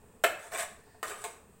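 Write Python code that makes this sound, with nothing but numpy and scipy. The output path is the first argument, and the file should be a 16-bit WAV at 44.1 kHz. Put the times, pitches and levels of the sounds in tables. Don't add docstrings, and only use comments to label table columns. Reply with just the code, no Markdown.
import sys
import numpy as np
from scipy import signal
from scipy.fft import rfft, irfft
from scipy.io import wavfile
from scipy.ndimage import uniform_filter1d

SR = 44100
rng = np.random.default_rng(int(sys.argv[2]) if len(sys.argv) > 2 else 0)


def materialize(psi):
    bounded = np.clip(np.atleast_2d(psi).T, -1, 1)
    quanta = np.round(bounded * 32767).astype(np.int16)
    wavfile.write(sys.argv[1], SR, quanta)


def gain_from_decibels(decibels):
    exponent = np.asarray(decibels, float) / 20
    return 10 ** exponent


N = 70560


def evened(x):
    return x / np.sqrt(np.mean(x ** 2) + 1e-20)


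def read(points, hz):
    f, value = np.transpose(points)
    return np.interp(np.log(hz + 1), np.log(f + 1), value)


def coloured(points, size):
    hz = np.fft.rfftfreq(size, 1 / SR)
    spectrum = rfft(rng.standard_normal(size)) * gain_from_decibels(read(points, hz))
    return evened(irfft(spectrum, size))


def shifting(x, answers, step_s):
    turn = np.arange(N) / SR / step_s
    count = len(answers)
    out = np.zeros(N)
    for k, answer in enumerate(answers):
        gap = abs((turn - k + count / 2) % count - count / 2)
        fade = np.cos(np.pi / 2 * np.minimum(gap, 1))
        out += signal.oaconvolve(x * fade, answer)[:N]
    return out


def utensils():
    # (t/s, level/dB, chatter length/s, hardness/dB, place 0-3)
    blows = [(0.2369, -50, 0.0037, 10, 1.5), (.2390, -11.5, .005, -10.5, 0), (.2440, -12, .008, -18, 0.5),
             (1.0292, -24.5, 0.0035, -4.5, 2), (1.033, -27.5, .016, -4.5, 2),
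             (1.2401, -30.5, 0.0047, -1.5, 3), (1.2447, -29, 0.019, -4, 3), (.03, -60, 0.011, -42, 3),
             (0.154, -67.5, 0.011, -47, 3), (.866, -54.5, 0.017, -40, 3), (0.945, -55, 0.0095, -37, 3)]
    # (t/s, pressure/dB, speed -1 slow..1 fast, blade hiss/dB)
    first_scrape = [
        (.39, -62, -0.14, 4),
        (.42, -56.5, -0.59, -2),
        (.47, -54, -0.13, 1),
        (.503, -70, -0.43, 0),
        (.52, -41.5, -0.48, -6),
        (.565, -38, -0.19, -5.5),
        (.59, -38.5, 0.61, 1),
        (.632, -43.5, 0.93, 3),
        (.655, -70, .5, -19),
    ]
    second_scrape = [
        (1.04, -53, 0, -6),
        (1.075, -44, 0.14, -1),
        (1.105, -43, 0.35, -2),
        (1.135, -50, 0.15, -10),
        (1.17, -53.5, 0, -3),
        (1.23, -53.5, 0, 0),
        (1.27, -60.5, 0.047, 5.5),
        (1.32, -61, 0, -1),
        (1.39, -68, 0, -9),
    ]
    # (f/Hz, t60/s, then level/dB when touched at place 0, 1, 2, 3)
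    pan_modes = [(439.7, 0.11, -5, -12.5, 0, -0.5), (639, .05, -9.5, -8, -8.5, -26),
                 (685, 0.078, 3, 2, -9, -17), (725, 0.073, -5, -6, -17, -2),
                 (898, .05, -25.5, -5, -12.5, -1), (1082.5, 0.057, -3.5, -4, -6.5, -1.5),
                 (1224, 0.032, -28, -1, -1, -23), (1492, 0.038, -21, -3.5, -2, -8),
                 (1651, 0.061, -6.5, -4, -2, -0.5), (1749, 0.041, -0.5, -5.5, -19, -18),
                 (1862, .06, -11, -8.5, -3.5, -27), (2158, .045, -4.5, -10.5, -28, -10),
                 (2362, .05, -8, -7.5, -14, -36), (2590, 0.065, -6, -11.5, -12, -10)]
    # (f/Hz, t60/s, level/dB)
    blade_modes = [(3022, .05, -9), (3510, .04, -4), (3726, .05, -6.5), (4140, .035, -8.5),
                   (4840, 0.042, -6.5), (5860, 0.078, -7.5), (6700, 0.024, -4.5), (7460, 0.052, -2.5),
                   (7920, 0.052, 4.5), (8140, .05, 1), (8660, 0.061, 1), (8920, .04, -3.5),
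                   (9650, .04, -24), (10700, 0.012, -18)]
    # (f/Hz, level/dB)
    pan_crowd = [(200, -24), (330, -19), (450, -0.5), (900, -3.5), (1400, -2), (2200, 0.5), (3000, -6.5),
                 (4500, -18.5)]
    blade_crowd = [(2000, -44), (3500, -16), (5300, -10), (7000, -3), (8200, 3.5), (9600, -6.5),
                   (12000, -11.5), (16000, -11.5)]
    move_s = 0.012

    forces = [(place, knock(*blow)) for *blow, place in blows]
    forces += [(1, stroke(first_scrape)), (2, stroke(second_scrape))]
    on_pan, on_blade = np.zeros((4, N)), np.zeros(N)
    for place, (pan_force, blade_force) in forces:
        on_pan[int(round(place))] += pan_force
        on_blade += blade_force

    blade_spots = [ring(blade_modes, blade_crowd, crowd_db=-0.5, crowd_t60=0.0069) for _ in range(8)]
    out = shifting(on_blade, blade_spots, move_s)
    for place, force in enumerate(on_pan):
        modes = [(m[0], m[1], m[2 + place]) for m in pan_modes]
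        pan_spots = [ring(modes, pan_crowd, crowd_db=-1.5, crowd_t60=0.019) for _ in range(5)]
        out += shifting(force, pan_spots, move_s)
    return out


def knock(s, db, length_s, hard_db):
    bounces_per_s, bounce_fade_db, first_db, blow_db = 2500, -7.5, 3, 16.5
    u = np.arange(2000) / SR / length_s
    luck = rng.random((2000, 2))
    bounces = luck[:, 0] < bounces_per_s / SR
    strength = 2 * luck[:, 1] - 1
    burst = bounces * strength * (u < 1) * gain_from_decibels(bounce_fade_db * u)
    burst[0] = gain_from_decibels(first_db)

    at, force = round(s * SR), np.zeros(N)
    force[at:at + len(u)] = burst / np.linalg.norm(burst) * gain_from_decibels(db + blow_db)
    if hard_db < -25:
        force = 4 * signal.sosfilt(signal.butter(3, 1070, fs=SR, output="sos"), force)
    return force, force * gain_from_decibels(hard_db)


def stroke(curve):
    slips_per_s, slip_spread_db, judder_db = 5000, 4, 1.26
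    split_hz, speed_db = 2100, 6
    s, pressure_db, speed, hiss_db = np.transpose(curve)
    t = np.arange(N) / SR
    slipping = rng.random(N) < slips_per_s / SR
    direction = rng.choice([-1., 1.], N)
    size = gain_from_decibels(slip_spread_db * np.minimum(rng.exponential(1, N), 4))
    slips = evened(slipping * direction * size)

    judder = evened(uniform_filter1d(rng.standard_normal(N), size=300))
    slips *= gain_from_decibels(np.interp(t, s, pressure_db, -120, -120) + judder_db * judder)

    dull = signal.sosfilt(signal.butter(2, split_hz, fs=SR, output="sos"), slips)
    lean = gain_from_decibels(speed_db * np.interp(t, s, speed))
    on_pan = dull / lean + (slips - dull) * lean
    return on_pan, slips * gain_from_decibels(np.interp(t, s, hiss_db))


def ring(modes, crowd, crowd_db, crowd_t60):
    t = np.arange(6000) / SR
    clear = np.zeros(len(t))
    for hz, t60, db in modes:
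        level_luck, pitch_luck = rng.standard_normal(2)
        decay = gain_from_decibels(db + 2.5 * level_luck - 60 * t / t60)
        tone = np.sin(2 * np.pi * hz * (1 + 0.0048 * pitch_luck) * t)
        clear += decay * tone / np.sqrt(t60)
    dense = coloured(crowd, size=len(t)) * gain_from_decibels(-60 * t / crowd_t60)
    both = clear / np.linalg.norm(clear) + gain_from_decibels(crowd_db) * dense / np.linalg.norm(dense)
    return both / np.linalg.norm(both)


def kitchen(x):
    return shifting(x, [echo() for _ in range(8)], step_s=0.006)


def echo():
    # (f/Hz, t60/s)
    room_decay = [(250, .4), (600, 0.48), (1500, 0.51), (3000, 0.44), (6000, 0.44), (12000, 0.36)]
    # (delay/s, level/dB)
    walls = [
        (.0045, -12),
        (.009, -12.5),
        (.016, -13),
        (.024, -12),
    ]
    taps = np.zeros(SR // 2 + 8000)
    at = np.arange(400, len(taps) - 20, 20)
    taps[at + rng.integers(0, 20, len(at))] = rng.choice([-1., 1.], len(at))

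    hz, t, z = signal.stft(taps, SR, nperseg=256)
    decay = gain_from_decibels(-60 * t / read(room_decay, hz)[:, None])
    tail = signal.istft(z * decay, SR, nperseg=256)[1]
    tail *= gain_from_decibels(-6.5) / np.linalg.norm(tail)
    for s, db in walls:
        tail[round(s * rng.uniform(.9, 1.1) * SR)] += gain_from_decibels(db)
    return tail


def background():
    # (f/Hz, width/Hz, level/dB)
    burner = [
        (436, 37, -66.5),
        (1770, 110, -79.5),
    ]
    flare_notes = [
        (1815, 86, -68.5),
        (4530, 1100, -74.5),
    ]
    # (f/Hz, level/dB per Hz)
    hum = [(20, 0), (42, -11), (68, 0.5), (130, -7), (220, -4.5), (310, -14.5), (1000, -16.5), (2500, -33)]
    hiss = [(1470, -51), (2500, -5), (2990, -14.5), (4310, -17.5), (5870, -19.5), (8330, -4), (10800, -20),
            (15200, -14), (16000, -9.5)]
    flare_s, flare_length_s = 0.915, 0.11

    swell = gain_from_decibels(1.55 * evened(uniform_filter1d(rng.standard_normal(N), size=1500)))
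    out = gain_from_decibels(-61.5) * coloured(hum + [(2600, -82)], size=N) * swell
    out += gain_from_decibels(-66.5) * coloured([(2400, -83)] + hiss, size=N)
    flare = np.exp(-((np.arange(N) / SR - flare_s) / flare_length_s) ** 2)
    out += swell * sum(whistle(*row) for row in burner)
    return out + flare * sum(whistle(*row) for row in flare_notes)


def whistle(hz, width_hz, db):
    b, a = signal.iirpeak(hz, hz / width_hz, SR)
    return gain_from_decibels(db) * evened(signal.lfilter(b, a, rng.standard_normal(N)))


def scene():
    pan_bass = signal.butter(5, 373, "highpass", fs=SR, output="sos")
    near = signal.sosfilt(pan_bass, utensils())
    return np.tile(near + kitchen(near) + background(), (2, 1))


def roll_off(x):
    return signal.sosfilt(signal.butter(12, 16810, fs=SR, output="sos"), x)


def record(dry):
    # (f/Hz, side level/dB)
    side_treble = [(3000, -70), (4300, -16.5), (5500, -9), (7500, -42), (9500, -19), (12000, -3),
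                   (14000, -7.5), (16000, -12)]
    hz = np.fft.rfftfreq(N, 1 / SR)
    delayed = np.roll(dry[0], 37)
    side = irfft(rfft(delayed) * gain_from_decibels(read(side_treble, hz)), N)
    wide = dry + gain_from_decibels(-3.5) * np.array([side, -side])
    band_limit = signal.firwin(511, 16050, window=("kaiser", 9), fs=SR)
    mix = signal.oaconvolve(wide, band_limit[None], "same")
    return roll_off(mix)


dry = scene()
out = record(dry)
materialize(out)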